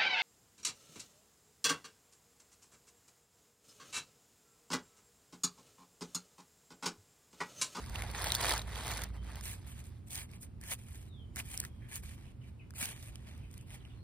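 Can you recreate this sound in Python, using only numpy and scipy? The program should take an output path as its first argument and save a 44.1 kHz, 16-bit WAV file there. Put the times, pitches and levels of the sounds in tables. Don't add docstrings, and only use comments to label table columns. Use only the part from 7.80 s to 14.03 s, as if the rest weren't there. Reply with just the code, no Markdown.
import sys
import numpy as np
from scipy import signal
from scipy.fft import rfft, irfft, next_fast_len
from scipy.io import wavfile
from scipy.ndimage import uniform_filter1d, map_coordinates

SR = 44100
rng = np.random.default_rng(int(sys.argv[2]) if len(sys.argv) > 2 else 0)


def master_out(mix):
    frames = np.transpose(np.atleast_2d(mix))
    ceiling = np.clip(frames, -1, 1)
    pcm = np.round(ceiling * 32767).astype(np.int16)
    wavfile.write(sys.argv[1], SR, pcm)


def how_loud(loudness_db):
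    steps = np.asarray(loudness_db, float) / 20
    return 10 ** steps


N = 274743


def unit(x):
    return x / np.sqrt(np.mean(x ** 2) + 1e-20)


def along(points, hz):
    f, value = np.transpose(points)
    return np.interp(np.log(hz + 1), np.log(f + 1), value)


def curves(rows):
    seconds, *columns = np.transpose(rows)
    return [np.interp(np.arange(N) / SR, seconds, column) for column in columns]


def fade(start_s, end_s):
    return np.clip((end_s - np.arange(N) / SR) / (end_s - start_s), 0, 1)


def wobble(rate):
    knots = rng.standard_normal(int(N * rate / SR) + 4)
    return map_coordinates(knots, [np.arange(N) * rate / SR])


def filtered(x, response):
    m = next_fast_len(N + SR // 4)
    return irfft(rfft(x, m) * response(np.fft.rfftfreq(m, 1 / SR)), m)[..., :N]


def band(x, lo_hz, hi_hz, ref_lo_hz, ref_hi_hz):
    hz, power = signal.welch(x[0], SR, nperseg=1024)
    inside = (hz > ref_lo_hz) & (hz < ref_hi_hz)
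    ref = np.sqrt(power[inside].sum() * hz[1])
    return filtered(x, lambda f: 1 / (1 + (lo_hz / (f + 1)) ** 8) / (1 + (f / hi_hz) ** 8)) / ref


# frequency in Hz, lead of the left port in radians.
TREBLE_PORT_LEAD = [(7050, np.pi), (9350, 0), (11750, -np.pi), (14100, -2 * np.pi), (16400, -3 * np.pi)]


def ports(pair, lead, tilt, alike):
    lead_hz, lead_rad = np.transpose(lead + TREBLE_PORT_LEAD)

    def share(hz):
        angle = np.arccos(np.clip(along(alike, hz), 0, 1)) / 2
        return np.array([np.cos(angle), np.sin(angle)])

    def left_right(hz):
        balance = how_loud(along(tilt, hz) / 2 * (hz < TREBLE_PORT_LEAD[0][0]))
        half = balance * np.exp(.5j * np.interp(hz, lead_hz, lead_rad))
        return np.array([half, 1 / half])

    same, other = filtered(pair, share)
    return filtered(np.array([same + other, same - other]), left_right)


def whistle(rows):
    s, hz, db = np.transpose(rows)
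    out = np.zeros(N)
    at = np.arange(max(int(s[0] * SR), 0), min(int(s[-1] * SR), N))
    phase = 2 * np.pi * np.cumsum(np.interp(at / SR, s, hz)) / SR
    out[at] = how_loud(np.interp(at / SR, s, db)) * np.sqrt(2) * np.sin(phase)
    return out


# frequency in Hz, density in dB per Hz.
RUMBLE_SPECTRUM = [(12, -42), (20, -12.5), (27, -48), (41, -6), (70, 2), (130, -2), (161, -19.5),
                   (229, -16), (300, -30), (390, -23.5), (660, -120)]
AIR_SPECTRUM = [(180, 0.0), (260, -5.6), (400, -14.2), (700, -21.5), (1100, -24.4), (1800, -30.9),
                (2400, -30.9), (4500, -37.4), (5600, -40.9), (7000, -40.8), (9000, -40.3), (11000, -42.7),
                (13500, -45.2), (15200, -48.2)]
# time in seconds, level in dB.
TRAFFIC_LEVEL = [(0.0, -53), (0.07, -40.5), (0.35, -47), (0.47, -44), (2.48, -49.5), (2.85, -45.5),
                 (2.98, -50), (3.49, -46), (4.68, -49), (5.43, -47), (6.23, -48)]
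# time in seconds, pitch in Hz, level in dB.
MACHINE_HUM = [(0.0, 60.4, -54), (0.03, 57.43, -47), (1.4, 57.8, -45), (2.09, 58.7, -55), (2.2, 55.9, -65)]
# frequency in Hz, left over right in dB.
AIR_BALANCE = [(60, -2.4), (200, -2.2), (500, -1), (2000, -.5)]
# frequency in Hz, likeness from 0 to 1.
AIR_LIKENESS = [(60, .98), (130, .87), (300, .6), (600, .15), (5000, .3), (7000, .88), (9000, .97)]


def background():
    rumble = unit(filtered(rng.standard_normal((2, N)), lambda hz: how_loud(along(RUMBLE_SPECTRUM, hz))))
    air_shape = lambda hz: how_loud(along(AIR_SPECTRUM, hz)) * (hz > 150) * (hz < 15150)
    air = unit(filtered(rng.standard_normal((2, N)), air_shape))
    traffic = how_loud(curves(TRAFFIC_LEVEL)[0] - 1.5) * rumble
    first_scene_db = 4 * fade(1.3, 1.87)
    bed = traffic + how_loud(-60 + first_scene_db + 0.4 * wobble(2.46)) * air
    hum = whistle(MACHINE_HUM) * fade(1.64, 2.36)
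    hum_balance = how_loud(np.array([[-1.4], [1.4]]))
    return ports(bed, [(0, 0), (4700, 0)], AIR_BALANCE, AIR_LIKENESS) + hum * hum_balance


# time in seconds, pitch in Hz, level in dB.
BIRD_SLURS = [
    [(1.33, 3200, -85), (1.37, 3113, -77), (1.46, 3080, -80), (1.5, 3060, -88)],
    [(3.27, 4050, -79), (3.31, 3730, -78), (3.37, 3360, -74), (3.42, 3080, -73.5), (3.49, 3030, -94),
     (3.55, 3060, -92)],
    [(3.89, 3290, -75), (3.93, 3270, -89), (4.01, 3200, -88), (4.06, 3200, -86)],
    [(6.13, 4300, -90), (6.17, 4070, -84), (6.22, 4370, -84)],
]
# start in seconds, level in dB, pitch factor.
BIRD_CHIRPS = [
    (4.28, -74, 1.03),
    (4.447, -73.5, 1.02),
    (4.613, -73.5, 1.04),
    (4.784, -73.5, 1),
    (5.615, -76, 1.05),
    (5.781, -77, 1.15),
    (5.985, -80, 1.34),
    (6.084, -75, 1.24),
]
# start in seconds, length in seconds, first pitch in Hz, last pitch in Hz, level in dB.
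CHIRP_GLIDES = [
    (0, .035, 2990, 1953, 4.5),
    (0.009, 0.04, 3044, 2810, -4),
]


def birds():
    song = sum(whistle(rows) for rows in BIRD_SLURS)
    for s, db, pitch in BIRD_CHIRPS:
        for start, length, from_hz, to_hz, voice_db in CHIRP_GLIDES:
            u = np.linspace(0, 1, 5)
            shape = voice_db - 2.0 - 40 * (u - .5) ** 2
            glide = pitch * (from_hz + (to_hz - from_hz) * u)
            song += whistle(np.transpose([s + start + length * u, glide, db + shape]))
    song = song * (1 + .9 * np.array([wobble(220), wobble(220)]))
    garden_t60 = 0.27
    decay = how_loud(-60 * np.arange(SR // 2) / SR / garden_t60)
    tail = rng.standard_normal((2, SR // 2)) * decay
    echo = signal.fftconvolve(song, tail / np.linalg.norm(tail[0]), axes=1)[:, :N]
    return song + how_loud(6.0) * echo


def chips(count, spread_db, cycles):
    at, pitch, size, *phases = rng.random((count, 5)).T
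    hz = 450 * 33 ** pitch[:, None]
    t = np.arange(SR // 150) / SR
    size_db = -spread_db * np.log(size + 0.15)[:, None]
    fall = hz * how_loud(size_db - 60 * t * hz / cycles) * (1 - t / t[-1])
    where = ((at * N).astype(int)[:, None] + np.arange(len(t))).ravel()
    rings = [fall * np.sin(2 * np.pi * (hz * t + phase[:, None])) for phase in phases]
    return unit(np.array([np.bincount(where, ring.ravel(), N)[:N] for ring in rings]))


def patchy(x, depth_db):
    z = signal.stft(x, nperseg=512)[2]
    field = uniform_filter1d(rng.standard_normal(z.shape[1:]), size=3, axis=0)
    field = uniform_filter1d(field, size=4, axis=1)
    return signal.istft(z * how_loud(depth_db * unit(field)), nperseg=512)[1][:, :N]


def crunch(spectrum, rate, spread_db, life, clump_db, smooth, pieces):
    size_db = spread_db * np.minimum(rng.exponential(size=N), 2.6)
    hits = (rng.random(N) < rate / SR) * how_loud(size_db)
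    grains = signal.fftconvolve(hits, how_loud(-60 * np.arange(SR // 30) / SR / life))[:N]
    bursts = (unit(abs(grains)) + smooth) * rng.standard_normal((2, N))
    clumped = patchy(bursts + pieces, depth_db=1.87) * how_loud(clump_db * wobble(45))
    return filtered(clumped, lambda hz: how_loud(along(spectrum, hz)))


def strokes(rows, rise, fall, follows=1, over_db=0, body=0):
    t = np.arange(0, N + 64, 32) / SR
    s, length, start_db, end_db, body_db = np.transpose(rows)[:, :, None]
    u = np.clip((t - s) / length, 0, 1)
    away = np.maximum(0, np.maximum((s - t) / rise, (t - s - length) / fall))
    top_db = np.maximum(start_db, end_db)
    swell_db = 20
    under_db = top_db - start_db - (end_db - start_db) * u + swell_db * away
    power = how_loud(top_db + body * body_db + over_db - follows * under_db) ** 2
    return np.interp(np.arange(N) / SR, t, np.sqrt(power.sum(axis=0)))


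def snaps(events, lift_db, ring_lift_db, life):
    before = SR // 100
    out = np.zeros((2, N + SR))
    t = np.arange(-before, SR // 40) / SR
    bright = signal.butter(2, [4600, 13400], "band", fs=SR)
    after = np.maximum(t, 0)
    fall = how_loud(-60 * after / life) * (1 - np.exp(-after / 0.00028))
    lead_in = how_loud(-22) * np.exp(-abs(t) / 0.0022)
    for s, db, hz, ring_db in events:
        noise = rng.standard_normal((4, len(t)))
        crack = signal.lfilter(*bright, noise[:2]) * (fall + lead_in)
        crack = .55 * crack / abs(crack).max(axis=1, keepdims=True)
        drift = 0.21 * np.cumsum(noise[2:], axis=1)
        ring = np.sin(2 * np.pi * hz * t + drift) * (np.sqrt(fall) + lead_in)
        both = crack + how_loud(ring_db + ring_lift_db) * ring
        out[:, round(s * SR):][:, :len(t)] += how_loud(db + lift_db) * both
    return out[:, before:N + before]


# frequency in Hz, density in dB per Hz.
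LEAF_SPECTRUM = [(300, -7.6), (500, -4.7), (900, -.5), (1300, -5), (2000, -3.5), (2700, -7.5), (3500, -3.5),
                 (4600, -5.0), (5600, -10.7), (7000, -8.2), (9000, -8.9), (11000, -9.7), (13500, -15.3),
                 (15400, -17.9)]
# start in seconds, length in seconds, fizz at the start in dB,
# fizz at the end in dB, pot body over fizz in dB.
GLOVE_SQUEEZES = [(0.0, 0.23, -60, -64, 3.5), (0.15, 0.15, -56.5, -58, 8), (0.35, 0.12, -52, -44, 4),
                  (0.49, 0.081, -48.5, -47.5, 4.5), (0.59, .12, -47.5, -38.5, 3.5),
                  (0.72, 0.033, -43.5, -49, 6.5), (0.77, 0.1, -49.5, -72, 6), (0.87, 0.094, -61.5, -55, 7),
                  (0.98, 0.096, -52, -52, 3), (1.05, 0.038, -58.5, -55.5, 7), (1.1, 0.13, -48.5, -55.5, 6),
                  (1.345, 0.023, -70.5, -71, 10), (1.435, 0.15, -69, -64, 8), (1.58, 0.2, -64, -72, -1),
                  (1.79, 0.39, -71, -77.5, 3)]
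# time in seconds, peak in dB, ring in Hz, ring over peak in dB.
LEAF_SNAPS = [(0.0965, -34.5, 1810, -11), (0.1573, -38, 3000, 10.5), (0.2214, -47, 3560, 10),
              (0.2215, -29.5, 2120, 0.5), (0.314, -34.5, 1790, -16.5), (0.3486, -46.5, 2040, 15.5),
              (0.395, -34, 1650, -12), (0.4426, -22, 1970, -5), (0.471, -29.5, 1590, -13.5),
              (0.5038, -34.5, 3880, 10), (0.5203, -17, 3580, -1.5), (0.5503, -16, 3480, -6.5),
              (0.6125, -22.5, 2060, -11.5), (0.6933, -18.5, 1450, -16.5), (0.708, -22.5, 4470, -1),
              (0.7213, -27.5, 4590, 1.5), (0.7365, -23.5, 4230, -8), (0.7616, -30, 4560, -9.5),
              (0.7937, -31.5, 4140, 1.5), (0.817, -37.5, 4000, 3.5), (0.9572, -33.5, 3400, -1),
              (1.069, -29, 1623, -28), (1.1099, -36.5, 3220, -14), (1.1722, -28.5, 2110, -25),
              (1.2368, -25, 1580, -11.5), (1.4447, -45.5, 2130, -8), (1.5575, -35.5, 3100, -8.5),
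              (1.6102, -33, 1830, -11), (1.6554, -28, 2110, -19), (2.0409, -44, 3120, -18)]
LEAF_CRACKLES = [(0.062, -44, 5200, 5), (0.1314, -50, 3070, -7), (0.1446, -40, 2990, -11),
                 (0.274, -44, 4450, -7), (0.4203, -29, 4590, -7), (0.483, -27.5, 3740, -19),
                 (0.5581, -24, 4430, -1), (0.5664, -30, 4490, -14), (0.628, -27, 4540, -2),
                 (0.6397, -23, 4770, -6), (0.655, -27, 4500, -11), (0.6889, -31, 4600, -9),
                 (0.7699, -36, 4300, -5), (0.7787, -24, 4520, -5), (0.8223, -36, 3820, -7),
                 (0.855, -53, 3630, -9), (0.8934, -46, 4370, -7), (0.9842, -39, 4370, -2),
                 (1.057, -41, 4410, -11), (1.0793, -26, 3040, -13), (1.0906, -33, 4130, -1),
                 (1.1158, -27, 4100, -7), (1.1374, -32, 3740, -14), (1.1774, -26, 2570, -13),
                 (1.2186, -28, 4700, -20), (1.2413, -30, 4550, -3), (1.2634, -51, 4450, -7),
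                 (1.2885, -51, 2540, -3), (1.3374, -56, 4440, 0), (1.5177, -43, 2620, -7)]
# frequency in Hz, then lead of the left port in radians,
# left over right in dB, or likeness from 0 to 1.
LEAF_PORT_LEAD = [(0, 0), (2400, .1), (3000, 1.7), (4500, .3), (5200, 1.3), (5800, 3.9)]
LEAF_BALANCE = [(60, 10.5), (180, -3), (550, -2.5), (1650, 0), (4970, -3.5), (15000, -14)]
LEAF_LIKENESS = [(500, .88), (2000, .95), (2800, .3), (4500, .75), (5300, .3), (7000, .9), (9000, .92)]


def leaves(pieces):
    squeeze = lambda **layer: strokes(GLOVE_SQUEEZES, rise=0.036, fall=0.059, **layer)
    x = crunch(LEAF_SPECTRUM, rate=350, spread_db=4.5, life=.004, clump_db=.9, smooth=1.4, pieces=.95 * pieces)
    body = squeeze(follows=0.83, body=1) * band(x, 250, 2700, 500, 2400)
    crackle = squeeze(follows=0.87, over_db=-1.76, body=0.25) * band(x, 2700, 6000, 3000, 5000)
    fizz = squeeze() * band(x, 6000, 17000, 7500, 14000)
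    hand = body + crackle + fizz
    hand += snaps(LEAF_SNAPS, lift_db=4.5, ring_lift_db=-3.0, life=0.0047)
    hand += snaps(LEAF_CRACKLES, lift_db=4.5, ring_lift_db=-4.5, life=0.0031)
    return ports(hand, LEAF_PORT_LEAD, LEAF_BALANCE, LEAF_LIKENESS)


# frequency in Hz, density in dB per Hz.
SOIL_SPECTRUM = [(300, -3.8), (500, -8.0), (900, -6.8), (1300, -9.1), (2000, 0.0), (2700, -1.6),
                 (3500, -2.2), (4600, -5.7), (5600, -7.1), (7000, -2.2), (9000, -1.5), (11000, -1.6),
                 (13500, -5.3), (15400, -10.0)]
# frequency in Hz, width in Hz, boost in dB.
BLADE_MODES = [
    (1720, 47, 6),
    (2350, 300, 4.5),
    (3200, 740, 2),
]
# start in seconds,
# length in seconds, grit at the start in dB, grit at the end in dB, pot body over grit in dB.
BLADE_DIGS = [(1.637, 0.11, -47.5, -50, -13), (2.305, 0.058, -52, -43.5, -16.5),
              (2.365, 0.067, -46.5, -52, -11), (2.615, 0.015, -56, -49, -29),
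              (2.815, 0.11, -65, -38.5, -15), (3.562, 0.035, -53.5, -43.5, -10),
              (3.65, 0.09, -60.5, -51, -14.5), (3.735, 0.13, -55, -58, -8.5),
              (4.09, 0.035, -62.5, -51.5, -12), (4.14, 0.028, -48, -43.5, -17),
              (4.232, 0.12, -58, -62.5, -8.5), (4.955, .025, -55, -54, -12.5),
              (4.985, .02, -43.5, -40.5, -17.5), (5.01, 0.11, -38.5, -51, -11), (5.11, 0.063, -58, -61, -6),
              (5.87, 0.082, -71, -56, -6)]
SAND_SLIDES = [(1.871, 0.053, -60, -58, -10.5), (1.917, 0.086, -67, -61, -9),
               (2.051, 0.022, -59.5, -60, -14), (2.279, .02, -58.5, -72, -22),
               (2.493, 0.068, -72, -62.5, -5), (2.639, .028, -68, -75.5, -1),
               (2.984, 0.076, -63.5, -71, -10.5), (3.065, 0.16, -63, -63.5, -10.5),
               (3.228, 0.057, -68.5, -73.5, -6), (4.38, 0.14, -70.5, -76, -1),
               (4.617, 0.079, -78.5, -74.5, 1), (5.188, 0.11, -60.5, -59, -9), (5.324, 0.17, -71, -75.5, 0),
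               (5.469, 0.22, -65, -79.5, 0), (3.89, 0.23, -83, -80.5, 0), (5.708, 0.12, -66.5, -72.5, -7),
               (5.97, .22, -76.5, -81.5, 4.5)]
# start in seconds, length in seconds,
# start level in dB, end level in dB, body in dB.
BLADE_SINGS = [
    (2.83, 0.041, -56, -62, 0),
    (4.022, 0.16, -64.5, -67, 0),
]
# time in seconds, peak in dB, ring in Hz, ring over peak in dB.
PEBBLE_TICKS = [(2.3062, -31.5, 3610, -9.5), (2.3556, -23, 2290, -17), (2.515, -41, 2110, -27),
                (2.5355, -54.5, 2250, 12), (2.612, -56, 1670, -17), (2.631, -37.5, 1770, -9.5),
                (2.8132, -35, 1720, -15.5), (2.832, -54, 1800, -1), (2.9156, -24, 2064, -7),
                (3.1562, -42, 1720, -21), (3.5602, -26, 2110, -8.5), (3.5681, -30, 1510, -3),
                (3.5903, -32, 2300, -3), (3.601, -46.5, 2600, 18), (3.789, -38, 2100, -20),
                (5.03, -43.5, 2130, 15.5), (2.492, -60, 2300, 6), (3.776, -19, 2830, -25),
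                (3.8016, -16, 2000, -22), (3.839, -34.5, 1720, -0.5), (4.0223, -66.5, 1720, 14),
                (4.157, -25.5, 4400, -12), (4.2356, -43.5, 1660, -2.5), (4.9068, -39.5, 1720, -5),
                (4.9377, -51, 1720, 4), (4.9837, -40, 2100, -25), (5.0272, -20.5, 2200, -7.5),
                (5.0566, -22.5, 2870, -11), (5.227, -38, 2660, -17), (5.3565, -34.5, 3100, -4.5),
                (5.713, -43, 1480, -25), (5.7408, -40, 1320, -13), (5.7785, -36.5, 2640, -16),
                (6.0512, -58, 2870, 15)]
GRAIN_CATCHES = [(1.8794, -45, 1820, -7), (2.055, -47.5, 1890, -6), (2.2846, -39, 1510, -13),
                 (2.3152, -34.5, 1870, -11), (2.3454, -26, 2120, -9), (2.3644, -29, 2050, -5),
                 (2.4064, -37.5, 2140, -10), (2.8375, -28, 2000, -4), (2.902, -40, 2000, -8),
                 (2.9344, -37, 2170, -8), (3.703, -39, 1940, -17), (3.715, -28, 2960, -8),
                 (3.7187, -41, 3030, -12), (3.7344, -34, 1960, -5), (3.8294, -37, 1670, 6),
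                 (3.85, -24, 1700, 0), (4.1041, -43, 1710, -8), (4.1164, -44, 1700, -16),
                 (4.1794, -42, 2410, -8), (4.2941, -38, 2400, -12.5), (4.3624, -51.5, 2370, -8),
                 (5.069, -35, 2500, 0), (5.0834, -39, 3150, -2), (5.1414, -43, 2050, -8),
                 (5.179, -55, 1720, -3), (5.487, -43, 2450, -8), (5.578, -42, 1560, -8),
                 (5.8112, -40.5, 2240, -15)]
# frequency in Hz, then lead of the left port in radians,
# left over right in dB, or likeness from 0 to 1.
SOIL_PORT_LEAD = [(0, 0.46), (900, 1.25), (1900, 1.28), (3500, 2.29), (5000, 1.9), (6000, 3.4)]
SOIL_BALANCE = [(60, 0.5), (180, 38), (550, 2.5), (1650, -0.4), (4970, -2), (15000, -14.5)]
SOIL_LIKENESS = [(500, .6), (2000, .78), (4000, .7), (5000, .45), (7000, .9), (9000, .92)]


def soil(pieces):
    moves = dict(rise=0.015, fall=0.032)
    push = lambda **layer: strokes(BLADE_DIGS + SAND_SLIDES, **moves, **layer)
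    x = crunch(SOIL_SPECTRUM, rate=350, spread_db=4.5, life=.003, clump_db=1.1, smooth=1.9, pieces=.8 * pieces)
    modes = lambda f: how_loud(sum(db / (1 + (2 * (f - hz) / width) ** 2) for hz, width, db in BLADE_MODES))
    steel = filtered(x, modes)
    body = push(follows=0.89, body=1) * band(x, 450, 1500, 600, 1400)
    blade = push(follows=0.93, over_db=4.5, body=0.69) * band(steel, 1500, 5500, 1600, 4500)
    grit = push() * band(x, 5500, 17000, 7500, 14000)
    singing = strokes(BLADE_SINGS, **moves) * band(steel, 1600, 1850, 1600, 1850)
    scrape = body + blade + grit + singing
    scrape += snaps(PEBBLE_TICKS, lift_db=3.5, ring_lift_db=-3.5, life=0.0041)
    scrape += snaps(GRAIN_CATCHES, lift_db=-3.0, ring_lift_db=-8, life=0.0075)
    return ports(scrape, SOIL_PORT_LEAD, SOIL_BALANCE, SOIL_LIKENESS)


def scene():
    pieces = chips(count=5200, spread_db=6.0, cycles=450)
    return background() + birds() + leaves(pieces) + soil(pieces)


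# frequency in Hz, distance in dB.
DROP_UNDER = [(4000, 9.5), (7000, 11.5), (9300, 11), (11700, 6), (14000, 7.5), (15000, 12)]


def joint(x, waver_db, quiet_top_db):
    sum_and_difference = np.array([x[0] + x[1], x[0] - x[1]]) / 2
    hz, _, z = signal.stft(sum_and_difference, SR, nperseg=1024)
    power = abs(z[:, :512].reshape(2, 64, 8, -1)) ** 2
    level = 10 * np.log10(uniform_filter1d(power.mean(axis=2), size=3, axis=2) + 1e-20)
    centre = hz[4:512:8, None]
    own = uniform_filter1d(rng.standard_normal(level.shape[1:]), size=4, axis=0)
    own = uniform_filter1d(own, size=5, axis=1)
    common = uniform_filter1d(rng.standard_normal(level.shape[2]), size=4)
    waver = waver_db * unit(common / 2 + unit(own) / 3 * (centre < 7500))
    keep = (level > level[::-1] - along(DROP_UNDER, centre) + waver) | (centre < 3200)
    keep &= (centre < 15200) | (level > quiet_top_db)
    z[:, :512] *= np.repeat(keep, 8, axis=1)
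    mid, side = signal.istft(z, SR, nperseg=1024)[1][:, :N]
    return np.array([mid + side, mid - side])


def top_cut(x):
    return signal.sosfilt(signal.butter(12, 16490, fs=SR, output="sos"), x)


def record(dry):
    limited = filtered(dry, lambda hz: (hz < 16450) * how_loud(-np.clip(hz - 16000, 0, 400) / 16))
    mix = joint(limited, waver_db=3.3, quiet_top_db=-93)
    return top_cut(mix)


dry = scene()
out = record(dry)
master_out(out)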